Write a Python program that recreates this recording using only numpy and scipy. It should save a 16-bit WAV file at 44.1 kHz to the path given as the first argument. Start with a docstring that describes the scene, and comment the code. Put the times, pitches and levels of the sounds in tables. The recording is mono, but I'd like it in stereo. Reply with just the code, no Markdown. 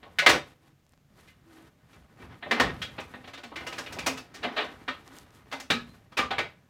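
"""A small bedroom, where plywood compartment doors on a bed are lifted, latched and dropped by hand.
Latches and stays knock and ratchet, driving the modes of the panels and the reverberation of the room.
Feet and sleeves shuffle between the knocks, a swinging door hums and a small metal part pings.
The phone that listens through two ports is bumped once and ticked by fingers, over room tone and hiss."""
import sys
import numpy as np
from scipy import signal
from scipy.fft import rfft, irfft, next_fast_len
from scipy.io import wavfile
from scipy.ndimage import uniform_filter1d, map_coordinates

SR = 44100
rng = np.random.default_rng(int(sys.argv[2]) if len(sys.argv) > 2 else 0)


def master(y):
    """Save y as 16-bit WAV."""
    cut = np.clip(np.atleast_2d(y).T, -1, 1)
    pcm = np.round(cut * 32767)  # scale
    wavfile.write(sys.argv[1], SR, pcm.astype(np.int16))


N = 295029

# Side of the door in hand as the phone moves: (time [s], left minus right [dB])
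DOOR_BALANCE = [(.1, -3.5), (.27, -6.5), (2.4, -1), (4.2, -1.5), (4.6, -0.5), (6.4, -1)]
# Knocks on the doors, and one soft low bump on the phone near the start:
# (time [s], level [dB], thud [dB], thud frequency [Hz], body [dB], edge [dB],
# strongest ring [Hz, none if <= 0], contact length [s]); thud, body and edge shape the spectrum
CONTACTS = [(0.03, -43.5, -4, 107, -4.5, -24, 0, 0.0026), (0.064, -54, 4, 169, 5.5, -25.5, 0, 0.0014),
            (0.186, -12.5, -25, 155, -23, -13, 2153, 0.0039),
            (0.211, -41.5, -15, 155, 5, -29.5, 600, 0.019),
            (0.262, -4, -20.5, 320, -10.5, -14.5, 2100, 0.0054),
            (0.289, -11.5, -14, 150, -7, -7.5, -0.5, 0.011),
            (1.274, -48.5, -12, 138, -30, -13, 2381, 0.0091),
            (1.9287, -52, -20.5, 277, -12.5, -10.5, 1204, 0.0061),
            (2.4237, -31.5, -18, 229, -7, -43, 1830, 0.011), (2.4586, -46, 8, 89, 5, -42, 582, 0.011),
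            (2.51, -14, -14.5, 229, -8, -16, 1829.5, 0.006),
            (2.5979, -11.5, -12, 256.6, -4, -12, 1832, 0.0047),
            (2.8166, -25.5, -25, 260, -17.5, -12.5, 3240, 0.0089),
            (2.98, -31, 0.5, 257, -3, -24.5, 2530, 0.012), (3, -48.5, -18, 257, -21, 2.5, -2, 0.0054),
            (3.138, -37, 4, 262, -2, -35, 1820, 0.0053), (3.2395, -42.5, 0, 114, -5.5, -24, -3, 0.0085),
            (3.2745, -38.5, -22, 274, -7.5, -15, -1, 0.0066),
            (3.333, -36.5, -18, 275, -11.5, -13, 0, 0.0092),
            (3.3738, -39.5, -18, 333, -8, -14.5, -0.5, 0.0094),
            (3.434, -36, -8.5, 234, -9.5, -12.5, -10.5, 0.0058),
            (3.517, -44.5, 3, 290, 3, -32, 1100, 0.0055), (3.5575, -29.5, -8, 334, -12, -12, 2120, 0.0058),
            (3.605, -40, -8, 265, -2, -17.5, -0.5, .012), (3.6645, -30, -13, 337, -5.5, -6.5, 2840, 0.011),
            (3.7245, -31.5, -22, 312, -7.5, -10.5, 2480, 0.0056),
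            (3.7803, -28.5, -11, 269, -7.5, -5, 1577, 0.0097),
            (3.8613, -34, -16, 105, -12, -14, 2480, 0.0068), (3.924, -36, -5, 255, -13.5, -2.5, 639, .0033),
            (3.964, -45.5, -1, 328, 7.5, -19.5, 2, 0.0098),
            (3.9865, -27.5, -7, 164, -9.5, -7, 2497, 0.0058), (4.0614, -19, -11, 265, -4.5, -2, 2500, 0.01),
            (4.171, -34.5, -21, 259, -9, -5.5, 0, .0098), (4.338, -39.5, -11, 102, -9.5, -4.5, 0, 0.022),
            (4.427, -26.5, -28, 277, -12, -20.5, 1.5, 0.021), (4.442, -26, -8, 248, -8, -38.5, 712, 0.01),
            (4.5618, -25, -42, 326, -11.5, -23.5, 662, 0.015),
            (4.572, -19.5, -32, 319, -12.5, -30, 696, 0.025), (4.599, -27, -36, 315, -12, -24.5, 690, .012),
            (4.6393, -39.5, -3, 250, -4, -11, 692, 0.0076),
            (4.8778, -23, -16, 259, -10.5, -21, 1264, 0.011), (5.514, -37, -18, 241, -16, -12, 689, 0.0056),
            (5.5243, -27.5, -18.5, 269, -8.5, -12, 858, 0.0042),
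            (5.5997, -36, -8, 261, -12.5, -2.5, 0, 0.0013),
            (5.7016, -14, -5.5, 236, -11.5, -14, 3814, 0.0065), (6.118, -47, 2, 240, -4, -11, 1222, 0.011),
            (6.1688, -20, -18, 255, -9.5, -9, 2458, .015), (6.1871, -18, -9, 260, -9, -18.5, 1171, .0091),
            (6.306, -23, -11, 99, -11.5, -23, 797, 0.0085), (6.3814, -18.5, -12, 94, -6, -17, 2238, 0.0072)]
def knocks():
    """Impact excitation: a chattering force drives resonances and the room; brief contacts start sharper."""
    size, lag_samples, shadow_hz = 1 << 15, 2.98, 700
    out = np.zeros((2, N + size))
    t, hz = np.arange(size // 2) / SR, np.fft.rfftfreq(size, 1 / SR)
    direct = amp(-10) * np.exp(-2j * np.pi * hz * np.array([[lag_samples], [0]]) / SR)  # left is later
    for start, db, thud, thud_hz, body, edge, ring_hz, length in CONTACTS:
        chatter = rng.standard_normal(len(t))
        chatter *= amp(1.6 * rng.standard_normal(len(t) // 32 + 1).repeat(32)[:len(t)])  # uneven slips
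        touch = 0.0027 / length * np.exp(-t / 0.0011)
        press = (t / length + 0.59) * np.exp(-2 * (t / length) ** 2)
        force = chatter * (touch + press) * (1 - np.exp(-t / (0.14 * length)))
        pan = np.interp(start, *np.transpose(DOOR_BALANCE))
        shadow = amp(np.outer([pan / 2, -pan / 2], hz / (hz + shadow_hz)))  # the phone shades the treble
        spectrum = rfft(force, size) * (direct + rfft(room_tail(size // 2), size)) * shadow
        # Dividing by the chance colour of the chatter lets the contact set the timbre.
        power = np.mean(np.abs(spectrum) ** 2, 0)
        chance_colour = np.sqrt(np.abs(uniform_filter1d(power, size=110)))
        air = edge - 13.5
        colour = [(40, thud - 12), (200, thud + 2), (420, body + 4), (950, body + 4), (1600, -3.5),
                  (2600, -4), (4000, -6), (5600, edge), (7500, (edge + air) / 2), (11000, air - 3),
                  (16000, air - 8)]
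        ring = 1 + (ring_hz > 0) * amp(7) * resonance(hz, ring_hz, width=110)
        thump = 1 + amp(15) * resonance(hz, thud_hz, width=22) ** 2
        timbre = amp(along(colour, hz)) * panel_response(hz, spread_db=4.5) * ring * thump
        spectrum *= minimum_phase(timbre / chance_colour)
        midrange = irfft(spectrum * (hz > 1200) * (hz < 4500))
        loudest_rms = np.sqrt(uniform_filter1d(np.mean(midrange ** 2, 0), 600).max())
        out[:, round(start * SR):][:, :size] += amp(db - 4.5) * irfft(spectrum) / loudest_rms
    return out[:, :N]


# Plywood door modes: (frequency [Hz], level relative to the flat response [dB])
DOOR_MODES = [(435, -4.5), (507, -2.5), (585, 0.5), (706, 2), (790, 2), (982, -2), (1091, 0.5), (1194, -2),
              (1278, 3), (1484, 2.5), (1590, -9.5), (1676, -4.5), (1841, 3), (2060, 2), (2340, 0),
              (2626, -5), (2900, -2.5), (3300, -6), (3650, -2.5)]
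def panel_response(hz, spread_db):
    """Modal superposition: each point of contact drives the door's modes at new strengths."""
    return 1 + sum(amp(db + rng.normal(0, spread_db)) * resonance(hz, centre, 14 + centre / 90) ** 2
                   for centre, db in DOOR_MODES)


# Bedroom decay: (frequency [Hz], reverberation time [s])
ROOM_T60 = [(80, 0.39), (250, 0.32), (1000, 0.26), (4000, 0.25), (12000, 0.2)]
def room_tail(size):
    """Reverberation: dense early reflections, then exponential decay at a rate set by frequency."""
    hz, t, spectra = signal.stft(rng.standard_normal((2, size)), SR, nperseg=256)
    decay = amp(-60 * t / along(ROOM_T60, hz)[:, None])
    tail = signal.istft(spectra * decay, SR, nperseg=256)[1][:, :size]
    age = np.arange(size) / SR
    early = (1 - np.exp(-age / 0.0012)) * (1 + amp(2) * np.exp(-age / 0.01))
    tail = diffuse(tail * early, lambda hz: 1)
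    return tail / np.linalg.norm(tail[0])


# Continual movement of feet and hands: (time [s], level [dB])
MOVEMENT = [(0, -63.5), (.2, -56.5), (.55, -80), (1.05, -78), (1.3, -65), (1.7, -69), (2.1, -65),
            (2.5, -56), (3.1, -52.5), (3.45, -62.5), (3.65, -48), (4.15, -47.5), (4.3, -60.5), (4.7, -55.5),
            (5.0, -55), (5.4, -59), (5.47, -61.5), (5.9, -61), (6.1, -66), (6.4, -58.5), (6.69, -69)]
# Footfalls and rocking of the bed frame: (time [s], level [dB], time to decay 60 dB [s])
FOOTFALLS = [(.29, -34.5, 0.33), (.62, -66.5, 0.29), (1.1, -51.5, 0.16), (1.19, -64, .3), (1.62, -57, .4),
             (1.96, -51, 0.31), (2.22, -45, 0.34), (2.27, -49, 0.26), (2.6, -30.5, 0.69), (4.02, -57, 0.37),
             (4.4, -61, 0.44), (5.13, -53, 0.25), (5.19, -62, 0.15), (5.71, -47, 0.82), (6.2, -40.5, .5),
             (6.32, -43.5, 0.37), (6.4, -48, 0.15)]
# Scuffs, drags and rattles: (midpoint [s], length [s], rub level [dB], swish level [dB])
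STROKES = [(0.337, 0.092, -26, -47), (0.478, 0.13, -56, -66), (0.657, 0.11, -64.5, -72),
           (0.93, 0.034, -73, -79.5), (1.203, 0.11, -60.5, -65.5), (1.294, 0.055, -69, -64.5),
           (1.559, 0.13, -57, -64.5), (1.646, 0.085, -60.5, -69.5), (1.947, 0.094, -61, -67),
           (2.224, .07, -49.5, -66), (2.325, 0.078, -51, -83), (2.619, 0.16, -29.5, -70),
           (2.76, 0.3, -67, -74), (4.554, 0.28, -42, -71), (5.135, 0.13, -62, -66), (5.19, 0.074, -72, -60),
           (5.361, .05, -71, -64), (5.772, 0.079, -52, -78), (5.553, 0.092, -60, -66),
           (5.925, 0.17, -69, -71)]
# Spectra of treads, rubbing and cloth: (frequency [Hz], relative spectrum level [dB])
TREAD_SPECTRUM = [(18, -44), (30, -17.5), (65, 2.5), (171, -1.5), (204, -4), (253, -7), (461, -26.5),
                  (600, -10.5), (780, -32.5), (1320, -120)]
RUB_SPECTRUM = [(150, -24.5), (250, 2), (480, -7), (593, -11.5), (669, -11), (850, -7.5), (1860, -9.5),
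                (2770, -14.5), (6000, -28), (7800, -55), (13200, -120)]
CLOTH_SPECTRUM = [(1760, -29.5), (3000, -3), (3730, -3.5), (6000, -8.5), (6530, -8), (13600, -12),
                  (16000, -25.5)]
def shuffle():
    """Forced vibration: treads boom in the floor, rubbing drives the door modes, cloth swishes."""
    t = np.arange(N) / SR
    movement_db = np.interp(t, *np.transpose(MOVEMENT)) + 0.47 * wobble(3.1)
    tread_level = amp(-60.5 + 0.58 * (movement_db + 59) + 0.81 * wobble(6.9))
    for start, db, t60 in FOOTFALLS:
        tread_level += rise_and_decay(np.clip(t - start, 0, None), db, t60, rise_s=0.02)
    rub_level, swish_level = amp(movement_db), amp(movement_db - 12)
    for middle, length, rub_db, swish_db in STROKES:
        stroke = np.exp(-(2 * (t - middle) / length) ** 2)
        rub_level += amp(rub_db) * stroke
        swish_level += amp(swish_db) * stroke
    grain = wobble(40)  # roughness common to rub and swish
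    tread = noise(lambda hz: amp(along(TREAD_SPECTRUM, hz)), flutter_db=2 * wobble(54))
    rub = noise(lambda hz: amp(along(RUB_SPECTRUM, hz)) * panel_response(hz, spread_db=1.5),
                flutter_db=1.3 * grain + 1.8 * wobble(200))
    swish = noise(lambda hz: amp(along(CLOTH_SPECTRUM, hz)), flutter_db=1.5 * grain + 1.7 * wobble(250))
    return tread_level * tread + rub_level * rub + swish_level * swish


# Fingers on the phone: (time [s], level [dB], relative push [dB], frequency [Hz], left minus right [dB])
FINGER_TAPS = [(0.8525, -65, -11, 7450, -9.5), (0.866, -55.5, 12, 5870, -13.5),
               (0.8939, -55.5, -13, 8000, -18), (0.9222, -57, -3, 8360, -15),
               (0.9358, -58, 20.5, 5310, -19), (0.9396, -59, 20, 5650, -17), (0.9766, -61, 19, 5960, -21),
               (4.5346, -63, 5, 6070, -3.5), (5.0655, -48, -13, 5140, -6.0), (5.0781, -40.5, 5, 6100, -18),
               (5.1369, -48, -1, 6170, -6), (5.1679, -47, 13, 9060, -19), (5.1866, -35.5, -14, 6650, -18),
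               (5.3066, -49.5, -4.5, 6030, -13), (5.3504, -50.5, -4.5, 6860, -18)]
def finger_ticks():
    """Structure-borne sound: the case carries each dry click, with a slower one-sided push."""
    out, t = np.zeros((2, N + 400)), np.arange(400) / SR
    for start, db, push_db, hz, pan in FINGER_TAPS:
        click = np.exp(-t / 0.000095) * np.sin(2 * np.pi * hz * t)
        push = amp(push_db - 3.5) * (t / 0.00033) * np.exp(-t / 0.00012)
        port_gains = amp(db + 7.5) * amp([[pan / 2], [-pan / 2]])
        out[:, round(start * SR):][:, :len(t)] += port_gains * (click - push)
    return out[:, :N]


def metal_ping(start_s=5.885, hz=4100):
    """Damped oscillation: a small metal part rings once after a latch, with a soft onset."""
    age = np.clip(np.arange(N) / SR - start_s, 0, None)
    return rise_and_decay(age, db=-52, t60=0.18, rise_s=0.018) * np.sin(2 * np.pi * hz * age)


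# Hums of a swinging door: (start of hold [s], length of hold [s], level [dB])
DOOR_HUMS = [(0.604, 0.13, -70.5), (1.472, 0.183, -58.5)]
def door_hum(hz=322, fade_s=0.047):
    """Random modulation: a faint tone wavers in pitch and level as it fades in, holds and fades out."""
    t = np.arange(N) / SR
    level = sum(amp(db) * np.clip(np.minimum(t - start, start + length - t) / fade_s + 1, 0, 1) ** 2
                for start, length, db in DOOR_HUMS)
    waver = amp(1.2 * wobble(32.4))
    phase = 2 * np.pi * np.cumsum(hz + 4 * wobble(24.86)) / SR
    return np.sqrt(2) * level * waver * np.sin(phase)


# Room tone and hiss: (frequency [Hz], relative spectrum level [dB])
FLOOR_SPECTRUM = [(12, -31.5), (20, 4.5), (43, -7), (135, 0), (257, -15.5), (687, -19.5), (860, -22.5),
                  (1640, -22.5), (4900, -29.5), (6680, -30), (9350, -36), (15100, -33.5), (16400, -46.5)]
def noise_floor():
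    """Stationary noise: room tone and microphone hiss keep a constant spectrum."""
    return amp(-64) * noise(lambda hz: amp(along(FLOOR_SPECTRUM, hz)))


# Diffuse sound at the two ports: (frequency [Hz], left-right correlation [0 to 1])
COHERENCE = [(60, .95), (130, .96), (290, .84), (640, .5), (1400, .1), (15000, 0)]
def diffuse(pair, gain):
    """Spatial coherence: two coloured noises are alike in the bass and unrelated in the treble."""
    def mid_side_gains(hz):
        angle = np.arccos(along(COHERENCE, hz)) / 2
        return gain(hz) * np.array([np.cos(angle), np.sin(angle)])
    mid, side = filtered(pair, mid_side_gains)
    return np.array([mid + side, mid - side])


def noise(gain, flutter_db=0):
    """Diffuse noise of unit RMS, modulated in amplitude by flutter_db."""
    x = amp(flutter_db) * diffuse(rng.standard_normal((2, N)), gain)
    return x / np.sqrt(np.mean(x ** 2, axis=-1, keepdims=True) + 1e-20)


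def amp(db):
    """Amplitude ratio from decibels."""
    return 10 ** (np.asarray(db) / 20)


def rise_and_decay(age, db, t60, rise_s):
    """Exponential decay with a rounded onset."""
    return amp(db - 60 * age / t60) * (1 - np.exp(-age / rise_s))


def along(points, hz):
    """Interpolation of (frequency [Hz], value) points on a logarithmic axis."""
    frequencies, values = np.transpose(points)
    return np.interp(np.log(hz + 1), np.log(frequencies + 1), values)


def filtered(x, response):
    """Linear filtering: the spectrum of x times a frequency response."""
    size = next_fast_len(x.shape[-1] + 8192)
    return irfft(rfft(x, size) * response(np.fft.rfftfreq(size, 1 / SR)), size)[..., :x.shape[-1]]


def minimum_phase(gain):
    """Causality: folding the cepstrum gives the minimum-phase response with this gain."""
    cepstrum = irfft(np.log(gain + 1e-6))
    half = cepstrum.shape[-1] // 2
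    cepstrum[..., 1:half] *= 2
    cepstrum[..., half + 1:] = 0
    return np.exp(rfft(cepstrum))


def resonance(hz, centre, width):
    """Gain of one resonance, 1 at its centre; width is the half-power bandwidth [Hz]."""
    return 1 / np.sqrt(1 + ((hz - centre) / (width / 2)) ** 2)


def wobble(rate):
    """A smooth random curve with rate knots a second."""
    return map_coordinates(rng.standard_normal(int(N * rate / SR) + 4), [np.arange(N) * rate / SR])


def scene():
    """Superposition: the pressures of all sources add at each port."""
    return knocks() + shuffle() + door_hum() + metal_ping() + finger_ticks() + noise_floor()


def record(dry, ceiling=0.95, bass_hz=45, top_hz=16100):
    """Saturation and band limiting: the input stage rounds peaks, fades deep bass and cuts the top."""
    soft = dry / (1 + np.abs(dry / ceiling) ** 4) ** (1 / 4)
    return filtered(soft, lambda hz: (hz < top_hz) / np.sqrt(1 + (bass_hz / (hz + 1)) ** 4))


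dry = scene()
out = record(dry)
master(out)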